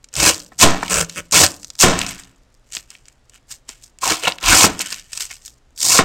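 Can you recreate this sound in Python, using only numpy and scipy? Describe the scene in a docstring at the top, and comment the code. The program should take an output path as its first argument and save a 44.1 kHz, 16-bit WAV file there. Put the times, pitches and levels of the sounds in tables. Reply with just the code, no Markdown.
"""A kitchen knife cuts cabbage on a plastic board, very close: each stroke is a swarm of leaf fractures.
Ribs snap as tuned noise bursts; the blade knocks on the board's modes, squeaks as wavering tones,
judders once in stick-slip jerks and is drawn back out through crackling leaf.
Between strokes a hand shifts rustling leaves (fractures and vein ticks) and cut pieces flop down.
Counter swings, a small room, low rumble and hiss lie around it; the loudest crunches overload."""
import sys
import numpy as np
from scipy import signal
from scipy.io import wavfile
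from scipy.ndimage import uniform_filter1d

SR = 44100
rng = np.random.default_rng(int(sys.argv[2]) if len(sys.argv) > 2 else 0)


def inscribe(sig):
    """Save sig as 16-bit PCM at rate SR to the path in sys.argv[1].

    A 1-D sig is mono; a 2-D sig holds one channel per row.
    Samples are clipped to [-1, 1] before scaling.
    """
    pcm = np.round(np.clip(np.atleast_2d(sig).T, -1, 1) * 32767)
    wavfile.write(sys.argv[1], SR, pcm.astype(np.int16))


N = 266364

# Levels and spectra in dB are relative.
# cutting strokes: start_s, length_s, bite_s, crisp_db, hollow_db, head_db,
# deep_swell_db (change over the stroke, hollow and head), opening_db (crackle left as the cut opens)
STROKES = [(0.126, 0.17, 0.05, -7.5, -12.5, -17.5, -1.5, -13),
           (.579, 0.056, 0.013, -5, -10.5, -19, 3.5, -14),
           (1.313, 0.13, 0.0089, -8, -14, -20.5, -1.5, -13.5),
           (1.78, 0.047, 0.017, -1.5, -14.5, -33, 12.5, -15),
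           (4, 0.13, .016, -18.5, -22.5, -35.5, 5.5, -4.5),
           (4.208, 0.047, 0.01, -26.5, -23.5, -52, -11.5, -15.5),
           (4.262, 0.018, 0.0039, -22, -12.5, -19.5, -14.5, -17.5),
           (4.401, 0.25, 0.042, -8, -11.5, -21, -11.5, -18.5),
           (5.759, 0.22, 0.038, -10, -25.5, -33.5, 17, -22.5)]
# leaves brushed by hand or blade: firmest_s, rise_s, fall_s, crisp_db, body_db, tick_share (0-1)
RUSTLES = [(0.526, .008, .05, -54.5, -56, 0.8), (.865, 0.15, 0.083, -33.5, -37, 0.7),
           (1.099, 0.3, 0.24, -43, -48, 0.46), (1.18, 0.052, 0.034, -32, -45.5, .05),
           (1.661, 0.28, .18, -47, -72, .7), (2.01, 0.16, 0.19, -30, -32, .55),
           (2.11, 0.068, 0.041, -29, -35, .55), (2.193, 0.038, 0.083, -40.5, -45.5, 0.6),
           (2.761, 0.061, 0.069, -30.5, -39, 0.82), (2.92, 0.049, 0.11, -47, -51, 0.33),
           (3.07, 0.035, .08, -53, -60, 0.67), (3.36, 0.067, 0.036, -47.5, -50, 0.6),
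           (3.515, 0.024, 0.051, -27.5, -39.5, 0), (3.692, 0.018, 0.097, -37.5, -43, 0.1),
           (3.844, 0.047, 0.058, -41.5, -56.5, 0.76), (4.814, 0.019, 0.024, -18, -26, .5),
           (4.865, 0.22, 0.06, -37.5, -37, 0.5), (4.929, 0.1, .11, -28.5, -33.5, .4),
           (5.135, 0.027, 0.024, -32, -41, .3), (5.176, 0.062, 0.047, -28, -38, 0.06),
           (5.206, 0.012, 0.076, -19.5, -29.5, 0), (5.313, 0.027, 0.1, -34, -42, 0.7),
           (5.46, 0.031, 0.068, -33.5, -51, 0.6)]
# single ribs snapping: start_s, level_db, centre_hz
RIB_SNAPS = [(0.043, -23, 5700), (0.0875, -33, 5500), (0.1392, -13, 7430), (0.154, -10, 5055),
             (0.165, -4, 7160), (0.2053, -2, 7420), (0.3445, -10, 5250), (0.4015, -18, 5970),
             (0.463, -29, 6210), (0.8804, -12, 3010), (0.8992, -7, 7200), (0.9413, 1, 6270),
             (1.0096, -1, 7480), (1.0462, -15, 5930), (1.0962, -12.5, 6250), (1.3114, -12.5, 7000),
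             (1.3232, 0, 7330), (1.331, -10, 6870), (1.4637, 2.5, 5950), (1.631, -20, 6700),
             (1.6456, -14.5, 5960), (1.7025, -15, 4910), (1.7533, -24.5, 5670), (1.7903, -11, 4684),
             (1.802, 3, 6980), (1.9899, -1.5, 6860), (2.0147, -2.5, 2810), (2.0648, -9, 5540),
             (2.2353, -27.5, 5050), (2.7227, -18.5, 6250), (2.7327, -16, 6610), (2.7372, -18, 5130),
             (2.7506, -8.5, 6700), (2.7543, -19, 4330), (2.7692, -9, 3110), (2.904, -18.5, 6900),
             (2.9517, -26, 2880), (3.0555, -33.5, 5080), (3.0832, -25.5, 7000), (3.2964, -29, 7100),
             (3.691, -12.5, 6510), (3.8372, -30.5, 5420), (3.987, -25.5, 7320), (4.0767, -0.5, 7150),
             (4.321, -9, 3000), (4.3844, -16.5, 2740), (4.4396, -6, 3180), (4.4614, -3, 3250),
             (4.7921, -6, 6830), (4.805, -8.5, 2720), (4.8605, -11, 7140), (4.9262, -7.5, 4970),
             (4.9964, -21.5, 4700), (5.1315, -11, 6170), (5.1746, -9, 6050), (5.2535, -15.5, 7000),
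             (5.479, -23.5, 4370), (5.7765, -21, 5230), (5.8048, -12, 4920), (5.8156, -7, 5050),
             (5.8296, 0, 7430)]
# blade on board: start_s, blow_db, ring_db, ring_factor (on mode and thud t60), push_db (slow, through the counter)
KNOCKS = [(.632, -6.5, -7, 1.41, -8.5), (.829, -13, -33, .15, -50), (1.835, -7.5, -6.5, 1.57, -14.5),
          (4.642, -1.5, -12.5, 0.89, -35.5), (5.989, -1.5, -5, 0.46, -25)]
# board modes on the counter: mode_hz, level_db, t60_s (before ring_factor)
BOARD_MODES = [(106, -17, 0.4), (176, -7.5, 0.35), (187, -4, 0.41), (270, -10, 0.48), (298, -7.5, 0.36),
               (362.4, -6.5, 0.2), (434, -6.5, 0.21), (546, -9.5, 0.13), (673, -12, 0.32), (1018, -10, .18),
               (1217, -8.5, 0.24), (1415, -14, 0.16), (1650, -13, 0.21)]
# thud spectrum: band_hz, level_db
THUD = [(50, -3.5), (130, -3), (190, 1.5), (600, -2), (1700, -10.5), (2400, -11.5), (5000, -14.5),
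        (8500, -13.5), (11000, -18), (16000, -14)]
# thud decay: band_hz, t60_s (before ring_factor)
THUD_DECAY = [(60, .5), (300, 0.2), (1500, 0.38), (6000, 0.27), (14000, 0.037)]
# wet leaf on blade or leaf: start_s, length_s, pitch_hz, rise_share (in mid-squeak), width_hz, level_db
SQUEAKS = [(4.027, .016, 1000, .05, 120, -23), (4.052, .035, 780, .12, 200, -27),
           (4.108, .035, 350, .03, 110, -27), (4.227, .035, 540, .05, 140, -32),
           (4.241, .025, 1950, .5, 50, -23), (4.505, .05, 1380, .08, 130, -17),
           (5.303, .02, 2000, .08, 300, -39)]
# crisp fracture spectrum: band_hz, level_db
CRISP = [(500, -54), (1500, -7.5), (2600, -15.5), (3700, -3), (5000, 3.5), (6200, 4), (7800, 5.5),
         (10000, 1), (12000, 5.5), (16000, -2)]
# packed leaf layers: band_hz, level_db
HOLLOW = [(200, -23.5), (500, -6), (780, -1.5), (1100, 0), (1550, -1), (2000, -4.5), (2750, 1.5),
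          (4000, -3.5), (9000, -34.5)]
# whole head on the board: band_hz, level_db
HEAD = [(25, -16), (62, -10.5), (80, 5), (105, 0.5), (135, -6.5), (180, 2), (225, -6.5), (330, 1.5),
        (420, -3.5), (560, 6.5), (900, -15), (2500, -49.5)]
# microphone response: band_hz, gain_db
MICROPHONE = [(20, 0), (8400, 3), (9000, -0.5), (9700, -8), (16000, -13)]
# small room decay: band_hz, t60_s
ROOM_DECAY = [(100, 0.7), (1000, .32), (5000, 0.1), (9000, 0.071), (16000, 0.15)]
# rumble and hiss spectrum: band_hz, level_db
QUIET = [(12, -26), (20, 3), (70, -3.5), (90, -18), (123, -3), (158, -19), (276, -16), (309, -24),
         (336, -16.5), (376, -21), (571, -21), (799, -24), (7260, -37), (15900, -59)]
# blade drawn back out of the cut: start_s, length_s, level_db
DRAW = (0.908, 0.11, -16)
# blade with the cut face clinging to it: band_hz, level_db
BLADE = [(45, -24.5), (63, 15.5), (85, -2), (130, -7), (170, 16), (220, -5.5), (380, -3.5), (520, 8),
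         (750, -4.5), (1050, -2.5), (1500, 4), (1900, -6), (2700, 1.5), (3500, -9), (5500, -2.5),
         (8000, 0.5), (16000, -1.5)]
# cabbage rocking under the hand, shaking the counter: start_s, length_s, pitch_hz, level_db
SHAKES = [(0.161, 0.05, 134.2, -27), (0.162, 0.11, 60.44, -26), (4.434, 0.14, 37.9, -20)]
# hard contact with the board: band_hz, level_db
BLOW = [(60, -19), (190, 2), (300, -2.5), (950, -2.5), (1900, -6.5), (2600, -20), (5000, -28.5),
        (16000, -39)]
# loose leaves: band_hz, level_db
PAPERY = [(60, -45.5), (200, -26.5), (600, -11), (1000, -8.5), (1500, -0.5), (2100, -1), (2900, 5.5),
          (4200, -8.5), (9000, -39)]
# cut pieces landing: start_s, level_db
FLOPS = [(.519, -39), (2.766, -38.5), (3.69, -37), (4.8, -25.5), (4.924, -39.5)]

QUIET_DB, EDGE_HZ = -55, 16000
ROOM_LOW_HZ = 130  # the room returns little below this
JUDDER_S, JUDDER_PER_S = 1.16, 183  # the blade sticks and slips as it is set on the leaves
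TOUCH_DB = 23.5  # a touch swells and dies by this much in its rise and fall times
DRAW_RISE_S, DRAW_FALL_S = 0.02, 0.031
BITE_DB = 46  # the edge starts this far below full force and sinks in
STOP_DB_PER_S = 601.5  # the push ends quickly
CRACKLE_DB_PER_S = 176  # the opening cut crackles on and dies slowly
DEEP_OPENING_DB_PER_S = 229.5  # the deep layers close up sooner than the outer leaves
DEEP_LAG_S = 0.0027  # the deep layers answer after the outer leaves
SPARSE_BELOW_DB = -16.5  # under this share of full force, single veins outweigh the dense cracks


def amp(db):
    """Decibels to gain."""
    return 10 ** (np.asarray(db) / 20)


def unit(x):
    """Scales to an rms of one."""
    return x / np.sqrt(np.mean(x ** 2) + 1e-20)


def read(points, hz):
    """Reads a table on a logarithmic frequency axis."""
    points_hz, values = np.transpose(points)
    return np.interp(np.log(hz + 1), np.log(points_hz + 1), values)


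def add(mix, start_s, sound):
    """Lays a sound into the mix at start_s, cut at the end."""
    part = mix[round(start_s * SR):][:len(sound)]
    part += sound[:len(part)]


def response(spectrum, size=4096):
    """The minimum-phase (causal) impulse response of a spectrum."""
    bin_hz = abs(np.fft.fftfreq(size, 1 / SR))
    log_gain = np.log(amp(read(spectrum, bin_hz)))
    return np.fft.ifft(np.exp(np.conj(signal.hilbert(log_gain)))).real[:size // 2]


def colour(x, spectrum):
    """Gives white sound a spectrum and keeps its power."""
    h = response(spectrum)
    return signal.oaconvolve(x, h / np.linalg.norm(h))[:len(x)]


def fade(x, decay, stretch=1, size=256):
    """Lets each band die away with its own t60, times stretch."""
    hz, t, z = signal.stft(x, SR, nperseg=size)
    t60_s = stretch * read(decay, hz)[:, None]
    return signal.istft(z * amp(-60 * t / t60_s), SR, nperseg=size)[1][:len(x)]


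def touch(start_s, hold_s, rise_s, fall_s):
    """Gain of a contact that swells, holds and dies away."""
    t = np.arange(N) / SR - start_s
    away = np.maximum(-t, 0) / rise_s + np.maximum(t - hold_s, 0) / fall_s
    return amp(-TOUCH_DB * np.minimum(away, 10))


def push(start_s, length_s, bite_s, opening_db, opening_db_per_s, swell_db=0):
    """Gain of one stroke: the edge sinks in, pushes through and stops, and the opening cut crackles on."""
    t = np.arange(N) / SR - start_s
    after_s = np.maximum(t - length_s, 0)
    bite = -BITE_DB * np.exp(np.minimum(-t / bite_s, 2))
    swell = swell_db * (np.clip(t / length_s, 0, 1) - .5)
    ending = np.maximum(-STOP_DB_PER_S * after_s, opening_db - opening_db_per_s * after_s)
    return amp(bite + swell + ending)


def cavities(x, patch_db, hz_count=3, time_count=9, size=512):
    """Gaps between the leaves open and shut, so their resonances come and go."""
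    overlap = size - size // 4
    z = signal.stft(x, SR, nperseg=size, noverlap=overlap)[2]
    patches = uniform_filter1d(rng.standard_normal(z.shape), hz_count, 0)
    patches = unit(uniform_filter1d(patches, time_count, 1))
    gain = unit(amp(patch_db * np.tanh(patches)))
    return signal.istft(z * gain, SR, nperseg=size, noverlap=overlap)[1][:len(x)]


def fractures(per_s, spread_db, clump_db, clump_s, grain_s, steady_s, count=24, size=256):
    """Cell walls burst in clumps, one clump a leaf; every burst is a tiny crack of one of count colours."""
    clumps = unit(uniform_filter1d(rng.standard_normal(N), int(clump_s * SR) or 1))
    sizes = amp(spread_db * np.minimum(rng.exponential(1, N), 4) + clump_db * clumps)
    clicks = sizes * (rng.random(N) < per_s / SR)
    kind = rng.integers(0, count, N)
    cracks = rng.standard_normal((count, size)) * np.exp(-np.arange(size) / SR / grain_s)
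    x = np.zeros(N)
    for k, crack in enumerate(cracks):
        x += signal.oaconvolve(clicks * (kind == k), unit(crack))[:N]
    # a steady push releases steady energy, in few large cracks or many small ones
    span = max(int(steady_s * SR), 1)
    power = uniform_filter1d(uniform_filter1d(x ** 2, span), span)
    return x / np.sqrt(abs(power) + 1e-9)


def rumble_and_hiss():
    """Steady noise under the scene, mostly low."""
    return amp(QUIET_DB) * colour(rng.standard_normal(N), QUIET)


def kitchen(x, room_db=-19, counter_db=-15, counter_s=0.0025):
    """Quick reflections from counter, bowl and wall, then the faint tail of a small room."""
    t = np.arange(SR // 2) / SR
    late = t > .002
    near = rng.standard_normal(len(t)) * np.exp(-t / counter_s) * late
    tail = fade(rng.standard_normal(len(t)), ROOM_DECAY) * late
    echoes = amp(counter_db) * near / np.linalg.norm(near) + amp(room_db) * tail / np.linalg.norm(tail)
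    highpass = signal.butter(2, ROOM_LOW_HZ, "highpass", fs=SR, output="sos")
    return x + signal.oaconvolve(x, signal.sosfilt(highpass, echoes))[:N]


def settling(level_db=-68):
    """Settling leaves tick faintly: sparse, clumped fractures."""
    ticks = fractures(per_s=180, spread_db=0.5, clump_db=7.5, clump_s=0.02, grain_s=0.00052, steady_s=0.28)
    return amp(level_db) * colour(ticks, CRISP)


def shakes():
    """A few slow swings of the counter under the weight of a stroke."""
    out = np.zeros(N)
    for start_s, length_s, pitch_hz, level_db in SHAKES:
        t = np.arange(int(length_s * SR)) / SR
        arch = np.sin(np.pi * t / length_s)
        add(out, start_s, amp(level_db) * arch * np.sin(2 * np.pi * pitch_hz * t))
    return out


def flops(decay_s=0.0075, size=4096):
    """A limp piece lands on the board with a dull pat: decaying noise."""
    out, dying = np.zeros(N), np.exp(-np.arange(size) / SR / decay_s)
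    for start_s, level_db in FLOPS:
        noise = rng.standard_normal(size)
        add(out, start_s, amp(level_db) * colour(noise * dying, BLOW))
    return out


def rustling(ticks_per_s=170):
    """Loose leaves rub and crackle under hand or blade, and their thin veins tick one by one."""
    cracks = fractures(per_s=2500, spread_db=0, clump_db=6, clump_s=0.014, grain_s=0.00017, steady_s=0.011)
    ticks = fractures(ticks_per_s, spread_db=2.5, clump_db=0, clump_s=.01, grain_s=.0005, steady_s=.06)
    crisp, body = np.zeros((2, N))
    for firmest_s, rise_s, fall_s, crisp_db, body_db, tick_share in RUSTLES:
        leaves = np.sqrt(1 - tick_share) * cracks + np.sqrt(tick_share) * ticks
        leaves *= touch(firmest_s, 0, rise_s, fall_s)
        crisp += amp(crisp_db) * leaves
        body += amp(body_db) * leaves
    return colour(crisp, CRISP) + cavities(colour(body, PAPERY), patch_db=4.5)


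def squeaks(size=4096):
    """Wet leaf sliding on blade or leaf: a narrow, unsteady tone that rises and falls."""
    out = np.zeros(N)
    for start_s, length_s, pitch_hz, rise_share, width_hz, level_db in SQUEAKS:
        arch = np.sin(np.linspace(0, np.pi, int(length_s * SR)))
        noise = rng.standard_normal(2 * size) + 1j * rng.standard_normal(2 * size)
        pole = np.exp(-np.pi * width_hz / SR)
        waver = signal.lfilter([1], [1, -pole], noise)[-len(arch):]
        phase = 2 * np.pi * np.cumsum(pitch_hz * (1 + rise_share * arch)) / SR
        tone = (waver * np.exp(1j * phase)).real
        add(out, start_s, amp(level_db) * unit(tone * arch))
    return out


def withdrawal():
    """Wet leaf edges flick past the rising blade, which rings with them."""
    flicks = fractures(per_s=3900, spread_db=1, clump_db=4.5, clump_s=0.0043, grain_s=0.00013, steady_s=0.013)
    start_s, length_s, level_db = DRAW
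    contact = touch(start_s, length_s, DRAW_RISE_S, DRAW_FALL_S)
    return amp(level_db) * colour(flicks * contact, BLADE)


def judder(level_db=-12.0, slip_s=0.0012, body_db=-7, shared_share=0.41, count=9, size=2048):
    """A short run of stick-slip jerks, alike but never the same: the cabbage creaks under the blade."""
    out, shared = np.zeros(N), rng.standard_normal(size)
    dying = np.exp(-np.arange(size) / SR / slip_s)
    for k, force in enumerate(np.sqrt(np.hanning(count + 6)[3:-3])):
        burst = (shared_share * shared + (1 - shared_share) * rng.standard_normal(size)) * dying
        slip = colour(burst, BLADE) + amp(body_db) * (colour(burst, PAPERY) + colour(burst, HEAD))
        add(out, JUDDER_S + k / JUDDER_PER_S, amp(level_db) * force * slip / abs(slip).max())
    return out


def knocks(modes_db=-8, thud_db=-2, blow_s=0.0044, push_s=0.021):
    """The edge lands: a hard blow, the board's modes, a gritty dying thud, a slow push through the counter."""
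    out, t = np.zeros(N), np.arange(SR) / SR
    grit = fractures(per_s=4600, spread_db=1.1, clump_db=2, clump_s=0.0054, grain_s=0.00018, steady_s=.015)
    counter = (t / push_s) ** 2 * np.exp(-t / push_s)
    counter /= counter.max()
    for k, (start_s, blow_db, ring_db, ring_factor, push_db) in enumerate(KNOCKS):
        blow = colour(rng.standard_normal(SR), BLOW) * np.exp(-t / blow_s)
        blow *= np.sqrt(blow_s * SR / 2) / np.linalg.norm(blow)
        modes = np.zeros(SR)
        for m, (mode_hz, level_db, t60_s) in enumerate(BOARD_MODES):
            dying = amp(level_db - 60 * t / (t60_s * ring_factor))
            modes += (-1) ** m * dying * np.sin(2 * np.pi * mode_hz * t)  # alternating polarity
        thud = colour(fade(grit[k * SR:][:SR], THUD_DECAY, ring_factor), THUD)
        ring = amp(modes_db) * modes + amp(thud_db) * thud
        add(out, start_s, amp(blow_db) * blow + amp(ring_db) * ring + amp(push_db) * counter)
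    return out


def snaps(octaves=0.52, skirt=0.069, crest_db=9.0, decay_s=0.0018, tip_db=-4, tip_s=0.00034,
          leaf_db=-12, leaf_s=0.0018, size=2048):
    """A rib gives way: a bright first crack, a burst tuned by the size of the piece, a flick of its leaf."""
    out, t, hz = np.zeros(N), np.arange(size) / SR, np.geomspace(100, 16000, 16)
    dying = np.exp(-t / decay_s)
    for start_s, level_db, centre_hz in RIB_SNAPS:
        noise, crack = rng.standard_normal((2, size))
        bell = np.exp(-.5 * (np.log2(hz / centre_hz) / octaves) ** 2)
        burst = colour(noise * dying, np.c_[hz, 20 * np.log10(skirt + bell)])
        burst *= np.linalg.norm(dying) / np.linalg.norm(burst)
        tip = amp(tip_db) * np.diff(crack, prepend=0) * np.exp(-t / tip_s)
        leaf = amp(leaf_db) * colour(crack * np.exp(-t / leaf_s), PAPERY)
        add(out, start_s, amp(level_db - crest_db) * (tip + leaf + burst))
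    return out


def cutting():
    """Fractures along the edge sound directly, through the leaf layers, and through the head into the board."""
    cracks = fractures(per_s=2600, spread_db=1.5, clump_db=3, clump_s=0.0017, grain_s=0.00032, steady_s=0.06)
    veins = fractures(per_s=320, spread_db=2, clump_db=4.5, clump_s=.01, grain_s=0.00031, steady_s=.025)
    crisp, hollow, head = np.zeros((3, N))
    for start_s, length_s, bite_s, crisp_db, hollow_db, head_db, swell_db, opening_db in STROKES:
        force = push(start_s, length_s, bite_s, opening_db, CRACKLE_DB_PER_S)
        deep = push(start_s + DEEP_LAG_S, length_s, bite_s, opening_db, DEEP_OPENING_DB_PER_S, swell_db)
        dense = force / (force + amp(SPARSE_BELOW_DB))
        crisp += amp(crisp_db) * force * (np.sqrt(dense) * cracks + np.sqrt(1 - dense) * veins)
        hollow += amp(hollow_db) * deep * cracks
        head += amp(head_db) * deep * cracks
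    layers = colour(hollow, HOLLOW) + colour(head, HEAD)
    return colour(crisp, CRISP) + cavities(layers, patch_db=4.0)


def scene():
    """Knife, cabbage and board in the kitchen, with faint ticks of settling leaves."""
    leaves = cutting() + rustling() + snaps() + flops() + settling()
    blade = withdrawal() + squeaks() + judder()
    return kitchen(leaves + blade + knocks() + shakes())[None]


def record(dry, ceiling=0.91, knee=5):
    """The microphone dulls the top octave; rumble and hiss join; peaks overload; then the band limit."""
    x = signal.oaconvolve(dry[0], response(MICROPHONE))[:N] + rumble_and_hiss()
    x = x / (1 + abs(x / ceiling) ** knee) ** (1 / knee)
    lowpass = signal.firwin(511, EDGE_HZ, window=("kaiser", 8), fs=SR)
    return signal.oaconvolve(x, lowpass, "same")[None]


dry = scene()
out = record(dry)
inscribe(out)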